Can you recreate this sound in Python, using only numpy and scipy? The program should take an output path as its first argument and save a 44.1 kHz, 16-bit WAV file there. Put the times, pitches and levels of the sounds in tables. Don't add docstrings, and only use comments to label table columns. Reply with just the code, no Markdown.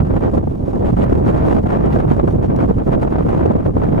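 import sys
import numpy as np
from scipy import signal
from scipy.fft import rfft, irfft, next_fast_len
from scipy.io import wavfile
from scipy.ndimage import uniform_filter1d, minimum_filter1d, map_coordinates

SR = 44100
rng = np.random.default_rng(int(sys.argv[2]) if len(sys.argv) > 2 else 0)


def log_audio(samples):
    frames = np.atleast_2d(samples).T
    limited = np.clip(frames, -1, 1)
    pcm = np.round(limited * 32767).astype(np.int16)
    wavfile.write(sys.argv[1], SR, pcm)


N = 176400
TIME = np.arange(N) / SR
FFT_SIZE = next_fast_len(N + 8192)

# (time [s], relative buffeting level [dB], relative rasp level [dB])
GUST_LEVELS = [(0.01, -18.5, -24), (0.03, -21.5, -44), (0.05, -26.5, -36.5), (0.11, -19.5, -36),
               (0.18, -17.5, -25.5), (0.2, -32, -43), (0.22, -17, -25.5), (0.25, -16.5, -25),
               (0.29, -15.0, -34), (0.31, -32, -41), (0.33, -17, -38.5), (0.37, -15.5, -30),
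               (0.42, -25, -47), (0.44, -20, -41), (0.46, -36.5, -45), (0.55, -23.5, -44),
               (0.58, -31, -51.0), (0.6, -22, -55), (0.63, -27, -42), (0.64, -17, -46), (0.66, -29.5, -39),
               (0.69, -14.5, -41), (0.71, -28, -37.5), (0.74, -21, -37.5), (0.77, -14.5, -38),
               (0.78, -24.5, -43.5), (0.82, -16, -32), (0.9, -17.5, -28.0), (0.92, -27.5, -44),
               (0.94, -15, -35), (0.96, -43, -43), (0.97, -18.5, -28.5), (1.03, -15.0, -26.5),
               (1.09, -25.5, -32), (1.1, -16, -30), (1.24, -18.5, -35), (1.26, -18.5, -28), (1.3, -13, -25),
               (1.32, -21.5, -30), (1.35, -15, -25), (1.38, -21, -27), (1.47, -15.5, -26.5),
               (1.52, -15.5, -24), (1.54, -16.5, -38), (1.57, -15, -24), (1.61, -18, -37.5),
               (1.63, -31, -46.0), (1.66, -15.5, -27), (1.69, -26.5, -30), (1.74, -15, -21.5),
               (1.79, -19, -32), (1.86, -14.5, -27), (1.92, -21.5, -27.5), (1.97, -12, -27.5),
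               (1.99, -17.5, -27), (2.01, -20, -24), (2.02, -22.5, -28), (2.05, -15.5, -34),
               (2.06, -21, -40.5), (2.11, -18.5, -23), (2.17, -20.5, -36), (2.2, -12.5, -22.5),
               (2.22, -25, -41.0), (2.24, -10, -36), (2.26, -28, -40), (2.28, -14, -25.5), (2.32, -27, -41),
               (2.36, -14.5, -37), (2.37, -31, -40), (2.39, -18, -36), (2.41, -24, -39.5),
               (2.44, -13.5, -26.0), (2.47, -26, -42), (2.51, -17.5, -29.5), (2.55, -18.5, -37),
               (2.6, -19.5, -26.5), (2.65, -12, -27.5), (2.67, -25.5, -46.5), (2.7, -14.5, -29),
               (2.75, -30.5, -44), (2.77, -22, -37), (2.8, -20, -28.5), (2.82, -16, -35), (2.85, -35, -47),
               (2.87, -16, -32), (2.91, -19.5, -30.5), (2.95, -17.0, -21.5), (2.97, -14.5, -41.5),
               (3.01, -24.5, -33), (3.03, -18, -21), (3.06, -17.5, -35.5), (3.08, -21.5, -26),
               (3.1, -25, -45), (3.12, -19.5, -27.5), (3.22, -17.5, -27.5), (3.24, -33, -38),
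               (3.25, -17, -36), (3.3, -18.5, -26.5), (3.51, -13.5, -29.5), (3.53, -25.5, -33.5),
               (3.55, -14, -34), (3.6, -20.5, -34), (3.65, -25, -34), (3.67, -15.5, -30), (3.69, -15, -41),
               (3.73, -31.5, -48), (3.76, -23, -34), (3.78, -20, -31), (3.79, -24, -38), (3.82, -18, -26),
               (3.9, -18.5, -33.5), (3.99, -16.5, -27.5)]
# (time [s], relative buffeting level [dB], relative rasp level [dB])
EDDY_SLAPS = [(0.018, -15, -29), (0.107, -14, -21), (0.381, -11, -23), (0.474, -13, -38), (0.516, -18, -42),
              (0.756, -13, -25), (0.975, -12.5, -24), (1.014, -16, -24), (1.126, -10, -24),
              (1.264, -10, -29), (1.485, -14, -19), (1.526, -13, -22), (1.639, -11, -30), (1.704, -15, -20),
              (1.961, -12.5, -24), (2.113, -8.5, -27), (2.2, -17, -25), (2.279, -16, -24),
              (2.336, -14, -37), (2.389, -11, -36), (2.592, -9.5, -24), (2.71, -14, -28),
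              (2.884, -8.5, -33.5), (2.932, -18, -21), (3.021, -14, -28), (3.662, -18.5, -25),
              (3.766, -9, -25), (3.824, -9, -31)]
# (time [s], relative level [dB])
HISS_LEVELS = [(0.02, -68), (0.13, -66), (0.24, -60), (0.3, -67), (0.35, -60), (0.41, -67.5), (0.6, -66),
               (0.7, -63), (0.79, -67), (0.84, -61.5), (0.86, -56.5), (0.95, -65.5), (0.97, -59.5),
               (1.04, -55.5), (1.07, -76), (1.1, -58.5), (1.24, -66), (1.28, -56), (1.33, -61), (1.37, -58),
               (1.42, -64), (1.46, -59), (1.49, -54), (1.62, -65), (1.74, -59), (1.8, -65.5), (1.83, -59.5),
               (1.85, -71.5), (1.86, -54.5), (1.87, -67), (1.95, -58), (2.01, -61), (2.07, -74),
               (2.1, -57.5), (2.26, -67.5), (2.28, -59), (2.41, -74), (2.43, -59), (2.52, -75.5),
               (2.55, -74.5), (2.56, -63), (2.58, -64), (2.64, -60.5), (2.67, -66), (2.86, -67),
               (2.95, -61), (2.97, -73.5), (3.03, -57), (3.06, -64.5), (3.25, -64), (3.38, -61),
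               (3.52, -67), (3.63, -68.5), (3.66, -63), (3.71, -77), (3.76, -68.5), (3.85, -64),
               (3.91, -68.5), (3.97, -66)]
RUMBLE_LEVELS = [(0.02, -11.5), (0.06, -20.5), (0.14, -15), (0.21, -22.5), (0.28, -19.5), (0.32, -22),
                 (0.38, -15), (0.4, -21.5), (0.52, -20), (0.59, -26.5), (0.64, -18.5), (0.67, -27),
                 (0.73, -22), (0.78, -23.5), (0.8, -19.5), (1.0, -17), (1.12, -16.5), (1.39, -19),
                 (1.41, -14.5), (1.52, -22.5), (1.55, -15.5), (1.61, -19.5), (1.64, -17), (1.72, -22.5),
                 (1.78, -18.5), (1.88, -17.5), (1.91, -18), (1.94, -15), (2.03, -21.5), (2.07, -13),
                 (2.14, -19.5), (2.39, -16), (2.42, -20), (2.69, -18), (2.71, -15.5), (2.74, -26.5),
                 (2.76, -13), (2.84, -27.5), (2.87, -16), (3.03, -20.5), (3.04, -20.5), (3.27, -17.5),
                 (3.3, -19.5), (3.5, -19), (3.52, -26.5), (3.55, -17), (3.63, -24.5), (3.67, -14.5),
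                 (3.74, -24.5), (3.76, -14.5), (3.79, -18), (3.98, -17.5)]
# (time [s], level [dB])
EDDY_THUDS = [(.478, -18.5), (.935, -15.5), (1.129, -18), (1.57, -18), (1.645, -15.5), (2.115, -15),
              (2.39, -17.5), (2.495, -12.5), (2.71, -17.5), (2.965, -19)]
# (time [s], level [dB], half-width [s])
CREST_TEARS = [(.225, -50, .012), (.868, -45, 0.017), (1.022, -39, 0.012), (1.292, -45, 0.013),
               (1.375, -50, .018), (1.495, -48, 0.034), (1.735, -52, .02), (1.865, -50, .008),
               (1.93, -40.5, 0.0073), (2.945, -47, .016)]
AIR_SPITS = [(.385, -50.5, 0.00079), (0.76, -50, 0.0023), (.972, -46, .0012), (.98, -48.5, 0.0019),
             (1.032, -48, 0.0016), (1.132, -46.5, 0.0015), (1.259, -46.5, 0.0012), (1.526, -49, 0.0017),
             (1.704, -49.5, .0015), (1.862, -48.5, 0.0027), (1.931, -47.5, 0.0061), (2.103, -49, .002),
             (2.117, -45.5, .0015), (2.564, -39.5, 0.0015), (2.602, -46, .0012), (2.934, -50, .0012),
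             (3.024, -55, 0.0035), (3.877, -56, 0.0028)]
# (frequency [Hz], relative spectral density [dB])
BUFFET_SPECTRUM = [(40, -15.5), (110, -10.5), (200, 1), (330, 0.5), (520, -5), (800, -13.5), (1200, -27),
                   (2200, -56.5), (5000, -97)]
RASP_SPECTRUM = [(250, -52), (600, 7.5), (950, 2), (1400, -7), (2000, -16), (3000, -28), (4500, -39.5),
                 (8000, -53), (15000, -75.5)]
HISS_SPECTRUM = [(800, -18), (2500, 5), (4500, -3), (7000, -5), (10000, -9), (13500, -15), (15000, -12.5),
                 (15800, -19.5)]
RUMBLE_SPECTRUM = [(8, -15.5), (25, -6.5), (55, -0.5), (110, 0), (170, -3.5), (260, -11.5), (500, -36.5),
                   (1200, -72.5)]
THUD_SPECTRUM = [(70, -30), (130, -1), (175, -0.5), (240, -6.5), (400, -32), (900, -76.5)]
TEAR_SPECTRUM = [(900, -21), (1800, 6), (2700, 2.5), (3500, -6), (4500, -16), (8000, -34), (15000, -51.5)]
SPIT_SPECTRUM = [(300, -10.5), (2000, 12.5), (5000, 4.5), (11000, -5.5), (16000, -8.5)]
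SEA_SPECTRUM = [(100, 22), (600, 2), (2000, 1.5), (5000, -34), (15000, -42.5)]
# (frequency [Hz], coherence [0-1])
PORT_COHERENCE = [(120, 0.42), (300, 0.51), (800, 0.7), (1300, 0.54), (2000, 0.42), (5000, 0.6)]
# (frequency [Hz], lead [rad])
PORT_PHASE = [(120, 2.53), (300, 2.66), (600, 2.96), (1200, 2.59), (2000, 1.78), (3000, 0.94), (6000, 0.37)]

BUFFET_DB, RASP_DB, HISS_DB, SLAP_DB, RUMBLE_DB, SEA_DB = 1.5, 1.5, 4, -2.5, 0.28, -60
BUFFET_PAN_DB, RASP_PAN_DB, HISS_PAN_DB, RUMBLE_PAN_DB = -1.33, 0.2, 0.7, -2.5


def turbulence():
    slaps = sum(amp(SLAP_DB + np.array([[buffet_db], [rasp_db]])) * slap(TIME - at_s)
                for at_s, buffet_db, rasp_db in EDDY_SLAPS)
    buffet_drive, rasp_drive = np.hypot(amp(curves(GUST_LEVELS)), slaps)
    eddies = np.tanh(eddy_train(per_second=160, fade_s=0.0067))
    flutter = np.tanh(wobble(190))
    crackle = wobble(600)
    return (buffeting(buffet_drive, swing_db=4.2 * eddies + 3.3 * flutter)
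            + rasp(rasp_drive, swing_db=3.17 * eddies + 3.2 * flutter + 1.7 * crackle)
            + hiss(swing_db=2.8 * eddies + 2.3 * flutter + 1.5 * crackle))


def slap(t, attack_s=0.0022, decay_s=0.0085):
    return np.exp(-(np.minimum(t, 0) / attack_s) ** 2 - (np.maximum(t, 0) / decay_s) ** 2)


def eddy_train(per_second, fade_s):
    onsets = (rng.random(int(per_second * N / SR)) * N).astype(int)
    arrivals = np.bincount(onsets, minlength=N)
    train = filtered(arrivals - arrivals.mean(), lambda hz: 1 / (1 + 2j * np.pi * hz * fade_s))
    return unit(uniform_filter1d(train, size=40))


def buffeting(drive, swing_db):
    flow = port_noise(BUFFET_SPECTRUM, PORT_COHERENCE, PORT_PHASE) * amp(swing_db)
    return amp(BUFFET_DB) * drive * pan(BUFFET_PAN_DB) * steadied(flow, span_s=0.067)


def rasp(drive, swing_db):
    flow = port_noise(RASP_SPECTRUM, PORT_COHERENCE, PORT_PHASE) * amp(swing_db)
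    return amp(RASP_DB) * drive * pan(RASP_PAN_DB) * steadied(flow, span_s=0.068)


def hiss(swing_db):
    level_db, = curves(HISS_LEVELS)
    flow = port_noise(HISS_SPECTRUM, coherence=[(3000, 0.95), (9000, 0.97)]) * unit(amp(swing_db))
    return amp(HISS_DB + level_db) * pan(HISS_PAN_DB) * flow


def rumble():
    level_db, = curves(RUMBLE_LEVELS)
    pressure = port_noise(RUMBLE_SPECTRUM, coherence=[(60, 0.99), (180, 0.78)])
    return amp(RUMBLE_DB + level_db) * pan(RUMBLE_PAN_DB) * steadied(pressure, span_s=0.074)


def thuds(half_width_s=0.014):
    envelope = sum(amp(db) * np.exp(-((TIME - at_s) / half_width_s) ** 2) for at_s, db in EDDY_THUDS)
    pressure = port_noise(THUD_SPECTRUM, coherence=[(170, 0.4)])
    return envelope * pan(RUMBLE_PAN_DB) * steadied(pressure, span_s=0.035)


def tears():
    envelope = sum(amp(db) * np.exp(-((TIME - at_s) / half_width_s) ** 2)
                   for at_s, db, half_width_s in CREST_TEARS)
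    flow = port_noise(TEAR_SPECTRUM, PORT_COHERENCE, PORT_PHASE)
    crackle = amp(4 * np.tanh(wobble(450)))
    return envelope * unit(flow * crackle)


def spits():
    envelope = sum(amp(db) * np.exp(-np.abs(TIME - at_s) / half_width_s)
                   for at_s, db, half_width_s in AIR_SPITS)
    return envelope * port_noise(SPIT_SPECTRUM, coherence=[(5000, 0.87)])


def sea():
    level_db = SEA_DB + 1.2 * wobble(4.2)
    return amp(level_db) * port_noise(SEA_SPECTRUM, coherence=[(200, 0.9), (5000, 0.7)])


def port_noise(spectrum, coherence, lead=None):
    hz = np.fft.rfftfreq(FFT_SIZE, 1 / SR)
    mix_angle = np.arccos(np.clip(along(coherence, hz), -1, 1)) / 2
    noises = rfft(rng.standard_normal((2, FFT_SIZE))) * amp(along(spectrum, hz))
    common, opposed = noises * [np.cos(mix_angle), np.sin(mix_angle)]
    phase_shift = 1 if lead is None else np.exp(1j * along(lead, hz))
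    ports = np.array([common + opposed, (common - opposed) * phase_shift])
    return unit(irfft(ports, FFT_SIZE)[:, :N])


def steadied(x, span_s):
    window = signal.windows.hann(int(span_s * SR))
    power = signal.fftconvolve(np.mean(x ** 2, axis=0), window / window.sum(), "same")
    return x / np.sqrt(np.abs(power) + 1e-9)


def wobble(knots_per_s):
    return map_coordinates(rng.standard_normal(4096), [TIME * knots_per_s], mode="wrap")


def filtered(x, response):
    hz = np.fft.rfftfreq(FFT_SIZE, 1 / SR)
    return irfft(rfft(x, FFT_SIZE) * response(hz), FFT_SIZE)[..., :N]


def along(points, hz):
    frequencies, values = np.transpose(points)
    return np.interp(np.log(hz + 1), np.log(frequencies + 1), values)


def curves(rows):
    times, *columns = np.transpose(rows)
    return [np.interp(TIME, times, column) for column in columns]


def pan(db):
    return amp(np.array([[db], [-db]]) / 2)


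def amp(db):
    return 10 ** (np.asarray(db) / 20)


def unit(x):
    return x / np.sqrt(np.mean(x ** 2) + 1e-20)


def scene():
    return turbulence() + rumble() + thuds() + tears() + spits() + sea()


def limited(x, ceiling_db, hold_s):
    size = int(hold_s * SR)
    needed_gain = np.minimum(1, amp(ceiling_db) / (np.abs(x).max(axis=0) + 1e-9))
    held_gain = minimum_filter1d(needed_gain, 2 * size)
    return x * uniform_filter1d(uniform_filter1d(held_gain, size), size)


def record(dry, band_limit_hz=15800, fade_s=0.004):
    fade = np.minimum(1, np.minimum(TIME, TIME[::-1]) / fade_s)
    ducked = limited(dry, ceiling_db=0.6, hold_s=0.0084)
    return filtered(fade * ducked, lambda hz: hz < band_limit_hz)


dry = scene()
out = record(dry)
log_audio(out)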